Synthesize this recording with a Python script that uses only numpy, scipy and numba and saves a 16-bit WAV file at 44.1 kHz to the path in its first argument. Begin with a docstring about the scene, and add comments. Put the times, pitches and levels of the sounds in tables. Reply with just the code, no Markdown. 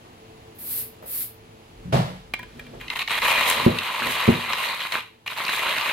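"""Hand-cranked coffee mill

A metal mill grinds in a small quiet room: random fractures excite the damped modes of its body.
Off to the right a tissue wipes skin in two strokes of filtered noise, and something lands on a shelf with a thud.
The handle clicks, then beans crack between the burrs; the table is bumped twice and the crank stalls once.
Two microphones hear it all, and a gain control ducks under the grinding."""
import sys
import numpy as np
from scipy import signal
from scipy.fft import rfft, irfft, next_fast_len
from scipy.io import wavfile
from scipy.ndimage import uniform_filter1d, map_coordinates
from numba import njit

SR = 44100
rng = np.random.default_rng(int(sys.argv[2]) if len(sys.argv) > 2 else 0)


def wrap_up_sound(samples):
    """Save the sound to the file named by the first command line argument, as 16-bit audio."""
    columns = np.atleast_2d(samples).T
    # keep every value between -1 and 1, then stretch to whole-number steps
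    tamed = np.clip(columns, -1, 1)
    steps = np.round(tamed * 32767).astype(np.int16)
    wavfile.write(sys.argv[1], SR, steps)


def undo_db(level):
    """Turn decibels back into plain size, where 20 dB means ten times bigger."""
    steps = np.asarray(level, float) / 20
    return 10 ** steps


N = 261072

# Levels in the tables are relative: each source sets its own reference.
# Spectrum of the room's air noise: frequency_hz, density_db (per Hz)
AIR_SPECTRUM = [(20, 4), (45, 5), (200, -3.5), (400, -9.5), (800, -4.5), (1400, -14), (2800, -13.5),
                (4500, -19), (5400, -23.5), (16000, -34)]
# Hum bands: frequency_hz, width_hz, level_db
HUM_BANDS = [(111, 3.2, -54), (339, 27, -59), (444, 3.3, -56.5), (6700, 170, -75), (11000, 420, -71)]
# Decay of the room's answer: frequency_hz, t60_s
WALL_DECAY = [(100, 0.34), (1000, 0.21), (4000, 0.34), (12000, 0.027)]
# Left-right likeness of the sources in front: frequency_hz, likeness (0 to 1)
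LIKENESS_FRONT = [(100, 0.94), (500, 0.94), (1500, 0.72), (4000, 0.69), (5500, 0.024), (15000, 0.024)]
# Left-right likeness of the sources on the right and the room: frequency_hz, likeness (0 to 1)
LIKENESS_RIGHT = [(100, 0.93), (300, 1), (600, 0.79), (1400, 0.23), (3000, 0.24), (6000, 0.043),
                  (15000, 0.14)]
# Modes of the table top: frequency_hz, level_db, t60_s
TABLE_MODES = [(124, 0, 0.023), (176, 0.5, 0.061), (234.7, 0.5, 0.055), (356, -2.5, 0.063),
               (436, -3, 0.033), (704, -14.5, 0.044)]
# Bumps of the table: start_s, level_db, bounce_db (re first blow)
TABLE_BUMPS = [(3.664, 3.5, -5.5), (4.279, -2.5, 6)]
# Jolts of an arm on the table: peak_s, level_db
ARM_JOLTS = [(2.44, -45.5), (2.56, -46.5), (2.75, -40.5), (3.17, -48.5), (3.62, -24), (4.07, -27),
             (4.5, -31)]
# Deep passing rumble, one row: start_s, held_s, level_db
DEEP_RUMBLE = (1.68, 1.7, -47)
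# Landing on the shelf, first touch and full weight: start_s, level_db, held_s
LANDINGS = [(1.834, -31.5, 0.094), (1.923, -17, 0.044)]
# Modes of the hollow shelf: frequency_hz, width_hz, level_db
SHELF_MODES = [(60, 40, -8), (128, 28, 2), (182, 14, 5), (280, 90, -14)]
# Spectrum of rustling: frequency_hz, density_db (per Hz)
RUSTLE_SPECTRUM = [(710, -30), (1200, -4.5), (3180, -5.5), (4130, -7), (6370, -17), (11200, -20.5),
                   (16000, -29)]
# Things shift under the hand or after a bump: start_s, level_db
SHIFTS = [(.045, -47), (1.021, -40), (2.73, -39), (3.666, -12), (4.279, -10)]
# Strokes of the tissue on skin: start_s, middle_of_full_stroke_s, full_stroke_lasts_s, level_db
WIPE_STROKES = [(0.55, 0.76, 0.088, -26.5), (1.023, 1.185, 0.071, -25)]
# Spectrum of the tissue's hiss on skin: frequency_hz, density_db (per Hz)
TISSUE_SPECTRUM = [(600, -44), (1000, -22), (3200, -19), (4400, -17), (6300, -23), (8200, -15), (11000, -4),
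                   (12800, 0), (15300, -5), (16000, -9)]
# Clicks of the crank handle: start_s, level_db, favoured_hz
HANDLE_CLICKS = [(2.337, -10, 2340), (2.392, -22, 1000), (2.429, -26, 1310), (2.594, -23.5, 2150),
                 (2.665, -35.5, 2400), (2.811, -23.5, 2220)]
# Modes of the handle: frequency_hz, level_db, t60_s
HANDLE_MODES = [(997, -8.5, .06), (1690, -6.5, 0.032), (1900, -2.5, 0.027), (2150, -7, 0.041),
                (2366, -2, 0.034), (2790, -7, 0.043), (3140, 0.5, 0.022), (3950, -12, 0.051),
                (5370, -35, .04)]
# Fingers slide on the body before the turn, one row: start_s, held_s, level_db
FINGER_SLIDE = (2.34, .5, -54)
# Whole beans split: start_s, level_db, pitch_hz, snap_db (re the body's part)
BEAN_CRACKS = [(2.881, -24, 2580, -40), (2.901, -16, 2440, -36), (2.959, -19.5, 2890, -26),
               (2.992, -12.5, 2530, -25), (3.017, -17, 2500, -34), (3.076, -15, 2440, -31),
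               (3.107, -17, 1120, -22), (3.219, -13, 2230, -25), (3.499, -8.5, 2440, 2),
               (3.786, -5, 2900, -16), (3.891, -26.5, 2200, -49), (4.532, -2.5, 960, -35),
               (4.804, -12, 2960, -42), (4.921, -6, 2300, -19), (5.265, -50, 1120, -29),
               (5.277, -12, 2620, -25), (5.376, -15.5, 1130, -15), (5.481, -9, 2500, -31),
               (5.782, -11, 3000, -13)]
# Modes of the mill's body: frequency_hz, width_hz, level_db
BODY_MODES = [(1018, 206, -1.5), (1170, 294, -7), (2080, 435, -5), (2440, 280, -5), (2740, 300, -8),
              (3280, 570, -10), (3884, 346, -7.5), (4420, 310, -11)]
# Push on the crank: time_s, push_db
CRANK_PUSH = [(2.8, -54), (2.895, -57.5), (2.905, -45.5), (2.96, -35.5), (3.08, -32.5), (3.15, -29),
              (3.26, -25.5), (3.5, -23), (3.65, -27), (3.72, -32), (3.95, -27.5), (4.24, -25.5),
              (4.44, -30), (4.64, -26), (4.85, -29.5), (4.96, -26), (5.02, -42), (5.2, -72.5), (5.257, -88),
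              (5.263, -34), (5.48, -29.5), (5.56, -28.5), (5.7, -25.5), (5.8, -28.5), (5.9, -25),
              (5.92, -29)]
# Burrs run empty: start_s, end_s, dip_db
EMPTY_BURRS = [(2.938, 2.955, -24), (2.981, 2.989, -16), (3.03, 3.084, -35), (3.086, 3.096, -18),
               (3.189, 3.219, -13), (4.746, 4.794, -5), (4.872, 4.922, -9), (5.282, 5.297, -13),
               (5.333, 5.364, -11)]
# Spectrum of the rubbing burrs: frequency_hz, density_db (per Hz)
BURR_SPECTRUM = [(2590, -6), (4400, -5.5), (4850, -3), (6020, -8), (6530, -2), (7550, -7), (8690, -1),
                 (9420, -5.5), (11600, -1), (13500, -3.5), (16000, -15)]
# Brief swells of the bright rub: peak_s, lift_db
RUB_SWELLS = [(3.29, 4), (3.5, 7), (4.13, 5.5), (4.62, 3), (5.55, 5.5)]
# Modes of the grounds cup, whose response is squared in use: frequency_hz, width_hz, level_db
CUP_MODES = [(514, 235, 2), (667, 250, 2)]
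# Mode of the loosely held lid, one row: frequency_hz, width_hz, level_db (re crunch)
LID_MODE = (2435, 62, -9)
# The lid sings louder: peak_s, lift_db
LID_SWELLS = [(2.86, 11), (3.33, 8.5), (5.05, 7), (5.9, 6.5)]

RIGHT_LAG_S = 0.000426  # sound from the right reaches the left microphone late
TOP_HZ = 15800  # upper limit of the microphones
REST_DB = -54.5  # tremble of the table under resting arms, before it wobbles
JOLT_RISE_S, JOLT_T60_S = 0.085, 0.45
RUMBLE_RISE_S, RUMBLE_T60_S = 0.1, 1.1
THUD_RISE_S, SHELF_T60_S = 0.0045, 0.41
KNOCK_DB, KNOCK_T60_S = -4.5, 0.48  # re the full weight
THUD_RUSTLE_DB, THUD_RUSTLE_T60_S = -13, 0.64  # re the full weight
SHIFT_RISE_S, SHIFT_T60_S = 0.0065, 0.29
PRESS_DELAY_S, WIPE_T60_S = 0.036, 0.23  # the tissue presses a little after it touches
TOUCH_DB, PRESS_DB = -29, -14.5  # light touch and first press, re full stroke
CLICK_WIDTH_HZ, SCRAPE_S, EDGE_DB = 740, 0.0067, -27  # favoured band, contact time, bright edge
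RUB_DB, RUB_PIVOT_DB = -30.5, -27  # rub level at the pivot push
RUB_FOLLOWS, RUB_SLACK = 0.92, 0.44  # dB of rub per dB of push, and per dB of dip when empty
RUB_SWELL_S, LID_SWELL_S = 0.045, 0.079  # half widths
CHIPS_PER_S, CHIP_DB, CHIP_SPREAD_DB = 250, 2, 4  # level re push
CHIP_HZ, CHIP_OCTAVES, CHIP_CYCLES = 2200, 0.55, 6.7  # middle pitch, its spread, cycles per 30 dB decay


def unit(x):
    """Normalisation: x scaled to rms 1."""
    return x / np.sqrt(np.mean(x ** 2) + 1e-20)


def along(points, hz):
    """Interpolation of (Hz, value) points on a logarithmic frequency axis."""
    f, value = np.transpose(points)
    return np.interp(np.log(hz + 1), np.log(f + 1), value)


def wobble(rate):
    """Slow modulation: a smooth random curve, rate knots a second."""
    knots = rng.standard_normal(int(N * rate / SR) + 4)
    return map_coordinates(knots, [np.arange(N) * rate / SR])


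def white():
    """Two unrelated white noises."""
    return rng.standard_normal((2, N))


def filtered(x, response):
    """Linear filtering: the spectrum of x times a complex response of frequency."""
    m = next_fast_len(N + SR // 2)
    return irfft(rfft(x, m) * response(np.fft.rfftfreq(m, 1 / SR)), m)[..., :N]


def resonance(f, hz, width):
    """Damped harmonic oscillator: the causal response of one mode."""
    return 1j * f * width / (hz * hz - f * f + 1j * f * width)


def modes(rows):
    """Modal superposition: neighbouring modes add with alternating sign."""
    return lambda f: sum((-1) ** k * undo_db(db) * resonance(f, hz, width)
                         for k, (hz, width, db) in enumerate(rows))


def noise(spectrum):
    """Spectral shaping: two unrelated coloured noises of rms 1."""
    return unit(filtered(white(), lambda f: undo_db(along(spectrum, f))))


def grit(rate, spread_db):
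    """Random impulse process: two trains at shared moments, with exponential sizes in dB, capped."""
    size_db = spread_db * np.minimum(rng.exponential(size=N), 3)
    size = (rng.random(N) < rate / SR) * undo_db(size_db)
    return size * white()


def envelope(start, db, rise, hold, t60):
    """Exponential decay: gain that rises from start, holds and dies away."""
    t = np.arange(N) / SR - start
    return np.clip(t / rise, 0, 1) * undo_db(db - 60 * np.maximum(t - rise - hold, 0) / t60)


def swells(rows, half_s):
    """Gaussian modulation: bell-shaped lifts in dB around given moments."""
    t = np.arange(N) / SR
    return sum(db * np.exp(-((t - s) / half_s) ** 2) for s, db in rows)


def spread(pair, likeness, lag_s=0):
    """Interchannel coherence: unrelated signals mixed to a given likeness; above the bass the left may lag."""
    def turn(f):
        return np.arccos(np.clip(along(likeness, f), -1, 1)) / 2

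    def late(f):
        lag = lag_s * np.clip(f / 300, 0, 1) * np.array([[1], [-1]])
        return np.exp(-1j * np.pi * f * lag)  # half the lag on each side

    mid, side = filtered(pair, lambda f: np.array([np.cos(turn(f)), np.sin(turn(f))]))
    return filtered(np.array([mid + side, mid - side]), late)


def room_tone():
    """Stationary noise: coloured air noise with hum as narrow resonant bands of noise."""
    hum = sum(undo_db(db) * unit(filtered(white(), lambda f: resonance(f, hz, width)))
              for hz, width, db in HUM_BANDS)
    return undo_db(-48.5) * noise(AIR_SPECTRUM) + hum


def walls(x):
    """Reverberation: convolution with noise in which each frequency dies at its own speed."""
    hz, t, z = signal.stft(rng.standard_normal((2, SR // 2)), SR, nperseg=256)
    decay = undo_db(-60 * t / along(WALL_DECAY, hz)[:, None])
    tail = signal.istft(z * decay, SR, nperseg=256)[1]
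    tail = tail / np.linalg.norm(tail[0])
    delayed = np.pad(x, ((0, 0), (200, 0)))
    return signal.fftconvolve(delayed, tail, axes=1)[:, :N]


def rumble():
    """Resonant filtering: a deep band of noise rises, holds and dies away."""
    s, held, db = DEEP_RUMBLE
    deep = unit(filtered(white(), lambda f: resonance(f, 41, 33) ** 2))
    return envelope(s, db, RUMBLE_RISE_S, held, RUMBLE_T60_S) * deep


def table_tremble():
    """Forced vibration: resting and jolting arms drive the table's modes with noise."""
    # a mode's bandwidth follows from its decay time
    rows = [(hz, np.log(1000) / (np.pi * t60), db) for hz, db, t60 in TABLE_MODES]
    arms = undo_db(REST_DB) + sum(envelope(s - JOLT_RISE_S, db, JOLT_RISE_S, 0, JOLT_T60_S)
                              for s, db in ARM_JOLTS)
    return arms * undo_db(2.26 * wobble(10.0)) * unit(filtered(white(), modes(rows)))


def table_bumps():
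    """Free vibration: each bump rings the table's decaying modes and bounces once."""
    t = np.arange(SR // 2) / SR
    out = np.zeros((2, N + SR))
    soft = 1 - np.exp(-(t / 0.0007) ** 2)
    quarter = np.array([[0], [np.pi / 2]])  # the board moves out of step under the two microphones
    for s, db, bounce_db in TABLE_BUMPS:
        for at, blow_db in ((s, db), (s + 0.0091, db + bounce_db)):
            ring = sum(undo_db(level + rng.normal() - 60 * t / t60) * np.sin(2 * np.pi * hz * t - quarter)
                       for hz, level, t60 in TABLE_MODES)
            out[:, round(at * SR):][:, :len(t)] -= undo_db(blow_db) * ring * soft
    return out[:, :N]


def thud():
    """Impact excitation: a run of knocks rings a hollow shelf, under a rustle."""
    blows = unit(grit(rate=2500, spread_db=1.5))

    def dull(f):
        return resonance(f, 690, 660) ** 2

    def driven(load, response):
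        gain = 1 / np.sqrt(np.mean(filtered(blows, response) ** 2))
        return gain * filtered(load * blows, response)

    load = sum(envelope(s, db, THUD_RISE_S, held, SHELF_T60_S) for s, db, held in LANDINGS)
    s, db, held = LANDINGS[-1]  # knock and rustle go with the full weight
    knock_load = envelope(s, db + KNOCK_DB, THUD_RISE_S, held, KNOCK_T60_S)
    rustle_level = envelope(s, db + THUD_RUSTLE_DB, THUD_RISE_S, held, THUD_RUSTLE_T60_S)
    return driven(load, modes(SHELF_MODES)) + driven(knock_load, dull) + rustle_level * noise(RUSTLE_SPECTRUM)


def shuffles():
    """Frictional noise: dull puffs that die away exponentially."""
    level = sum(envelope(s, db, SHIFT_RISE_S, 0, SHIFT_T60_S) for s, db in SHIFTS)
    return level * unit(filtered(white(), lambda f: resonance(f, 430, 620) ** 2))


def wipes():
    """Frictional noise: a tissue touches skin lightly, presses, swells to a fine hiss and lifts away."""
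    t, stroke = np.arange(N) / SR, 0
    for start, middle, lasts, db in WIPE_STROKES:
        full, ends = middle - lasts / 2, middle + lasts / 2
        presses = start + PRESS_DELAY_S
        swell_db = np.interp(t, [presses, full], [PRESS_DB, 0])
        fall_db = 60 * (np.maximum(t - ends, 0) / WIPE_T60_S) ** 1.22
        stroke = stroke + (t > start) * undo_db(db + np.where(t < presses, TOUCH_DB, swell_db - fall_db))
    return stroke * undo_db(0.46 * wobble(37.5)) * noise(TISSUE_SPECTRUM)


def finger_slide():
    """Frictional noise: fingers slide unevenly on the body."""
    s, held, db = FINGER_SLIDE
    return envelope(s, db, 0.05, held, 0.5) * undo_db(1.7 * wobble(12.08)) * noise(RUSTLE_SPECTRUM)


def clicks():
    """Modal excitation: a short scraping contact rings the handle, most of all near its favoured pitch."""
    t = np.arange(SR // 4) / SR
    out = np.zeros((2, N + len(t)))
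    for s, db, favoured_hz in HANDLE_CLICKS:
        contact = rng.standard_normal((2, SR // 50)) * np.exp(-(t[:SR // 50] / SCRAPE_S) ** 4)
        ring = 0
        for hz, level, t60 in HANDLE_MODES:
            favour = np.abs(resonance(hz, favoured_hz, CLICK_WIDTH_HZ))
            ring = ring + favour * undo_db(level - 60 * t / t60) * np.sin(2 * np.pi * hz * t)
        click = signal.fftconvolve(contact, ring[None], axes=1)[:, :len(t)]
        edge = np.pad(np.diff(contact, n=2), ((0, 0), (0, len(t))))[:, :len(t)]
        out[:, round(s * SR):][:, :len(t)] += undo_db(db) * (click / np.abs(click).max() + undo_db(EDGE_DB) * edge)
    return out[:, :N]


def cracks():
    """Brittle fracture: a bean splits in a dry burst near its pitch, coloured by the body, with a bright snap."""
    t = np.arange(SR // 20) / SR
    f = np.fft.rfftfreq(len(t), 1 / SR)
    colour = modes(BODY_MODES)(f) + 0.41 * resonance(f, 3200, 1700)
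    out = np.zeros((2, N + len(t)))
    for s, db, hz, snap_db in BEAN_CRACKS:
        burst = rfft(rng.standard_normal((2, len(t))) * undo_db(-60 * (t / 0.011) ** 2))
        body = irfft(burst * colour * resonance(f, hz, 1130), len(t))
        snap = irfft(burst * resonance(f, 9600, 5500) ** 2, len(t))
        split = undo_db(4) * body / np.abs(body).max() + undo_db(snap_db + 5) * snap
        out[:, round(s * SR):][:, :len(t)] += undo_db(db) * split
    return out[:, :N]


def chips():
    """Granular superposition: shell chips break off at random, each a few cycles at its own pitch."""
    when, high, big, left = rng.random((3000, 4)).T
    keep = np.arange(len(when)) < CHIPS_PER_S * N / SR
    octaves = CHIP_OCTAVES * np.log(high / (1 - high)) / 2  # logistic scatter of pitch
    hz = np.clip(CHIP_HZ * 2 ** octaves, 600, 4500)[:, None]
    n = np.arange(600)
    size_db = -CHIP_SPREAD_DB * np.log(big + 0.014)[:, None]
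    decay_db = 30 * n / SR * hz / CHIP_CYCLES
    grain = undo_db(size_db - decay_db) * np.sin(2 * np.pi * hz * n / SR) * keep[:, None]
    at = ((when * N).astype(int)[:, None] + n).ravel()
    sides = np.cos(2 * np.pi * left), np.sin(2 * np.pi * left)
    return unit(np.array([np.bincount(at, (grain * side[:, None]).ravel(), N + len(n))[:N]
                          for side in sides]))


def bite():
    """Load control: the push sets crunch and rub, dips where the burrs run empty and bites again at once."""
    t = np.arange(N) / SR
    slack_db = sum(db * np.clip((t - start) / 0.0034, 0, 1) * (t < end) for start, end, db in EMPTY_BURRS)
    push_db = np.interp(t, *np.transpose(CRANK_PUSH), left=-120, right=-120)
    rub_db = RUB_DB + RUB_FOLLOWS * (push_db - RUB_PIVOT_DB) + RUB_SLACK * slack_db
    return undo_db(push_db + slack_db), undo_db(rub_db + swells(RUB_SWELLS, RUB_SWELL_S))


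def body_crunch(clumps, shared):
    """Modal excitation: most fractures favour one mode of the body, so the colour keeps shifting."""
    crunch = 0
    for k, (hz, width, db) in enumerate(BODY_MODES):
        own = 1.5 * unit(grit(rate=1000, spread_db=2.5)) * undo_db(2.5 * wobble(18))
        mode = lambda f: (-1) ** k * undo_db(db) * resonance(f, hz, width) * resonance(f, hz, 4 * width)
        crunch = crunch + filtered(clumps * (shared + own), mode)
    # the body passes little above its top mode
    return unit(filtered(crunch, lambda f: 1 / (1 + (f / 4550) ** 16)))


def burr_rub(clumps, shared):
    """Frictional noise: fractures and steady noise are coloured by the burrs."""
    rub = clumps * (0.88 * shared + white())
    return unit(filtered(rub, lambda f: undo_db(along(BURR_SPECTRUM, f))))


def cup_boom(clumps, shared):
    """Cavity resonance: fractures excite the grounds cup."""
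    blows = clumps * (shared + unit(grit(rate=600, spread_db=1.5)))
    return unit(filtered(blows, lambda f: modes(CUP_MODES)(f) ** 2))


def lid_ring(clumps, shared):
    """Sympathetic resonance: the fractures make the loosely held lid sing, louder at some moments."""
    hz, width, db = LID_MODE
    ring = unit(filtered(clumps * shared, lambda f: resonance(f, hz, width)))
    return undo_db(db + swells(LID_SWELLS, LID_SWELL_S)) * ring


def grinding():
    """Stochastic excitation: beans fracture in clumps and drive body, burrs, cup and lid."""
    push, rubbing = bite()
    clumps = undo_db(0.87 * wobble(60) + 0.21 * wobble(21))
    shared = unit(grit(rate=800, spread_db=-1.0))
    crunch = undo_db(9.0) * (body_crunch(clumps, shared) + lid_ring(clumps, shared))
    # the extra push factor: the cup booms only once the burrs are well loaded
    boom = undo_db(19) * push * cup_boom(clumps, shared)
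    return push * (crunch + undo_db(CHIP_DB) * chips() + boom) + rubbing * burr_rub(clumps, shared)


def scene():
    """Superposition: the mill is in front; tissue, table, shelf and room tone come from the right."""
    mill = spread(grinding() + cracks() + clicks() + finger_slide(), LIKENESS_FRONT)
    right = table_bumps() + table_tremble() + rumble() + thud() + shuffles() + wipes()
    right = spread(right, LIKENESS_RIGHT, RIGHT_LAG_S)
    echo = undo_db(-11) * walls(mill + right)
    room = spread(echo + room_tone(), LIKENESS_RIGHT, RIGHT_LAG_S)
    return mill + right + room


@njit
def follow(level_db, attack, release):
    """Envelope detection: a level follower that rises faster than it falls."""
    out, held = np.empty_like(level_db), level_db[0]
    for i in range(len(level_db)):
        held += (level_db[i] - held) * (attack if level_db[i] > held else release)
        out[i] = held
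    return out


def top_cut(x):
    """Nothing passes above the cut-off."""
    return signal.sosfilt(signal.butter(12, 16380, fs=SR, output="sos"), x)


def record(dry):
    """Compression: the microphones lose deepest bass; gain control ducks long loud passages, recovers slowly."""
    heard = filtered(dry, lambda f: (f < TOP_HZ) * (1j * f / (1j * f + 45)) ** 2)
    power = np.abs(uniform_filter1d(np.mean(heard ** 2, 0), size=441))
    level_db = 10 * np.log10(power + 1e-12)
    held_db = follow(level_db, 1 / (0.3 * SR), 1 / (1.2 * SR))  # time constants 0.3 s and 1.2 s
    ducked = heard * undo_db(-0.4 * np.maximum(held_db + 39, 0))  # 0.4 dB down per dB above -39 dB
    return top_cut(ducked)


dry = scene()
out = record(dry)
wrap_up_sound(out)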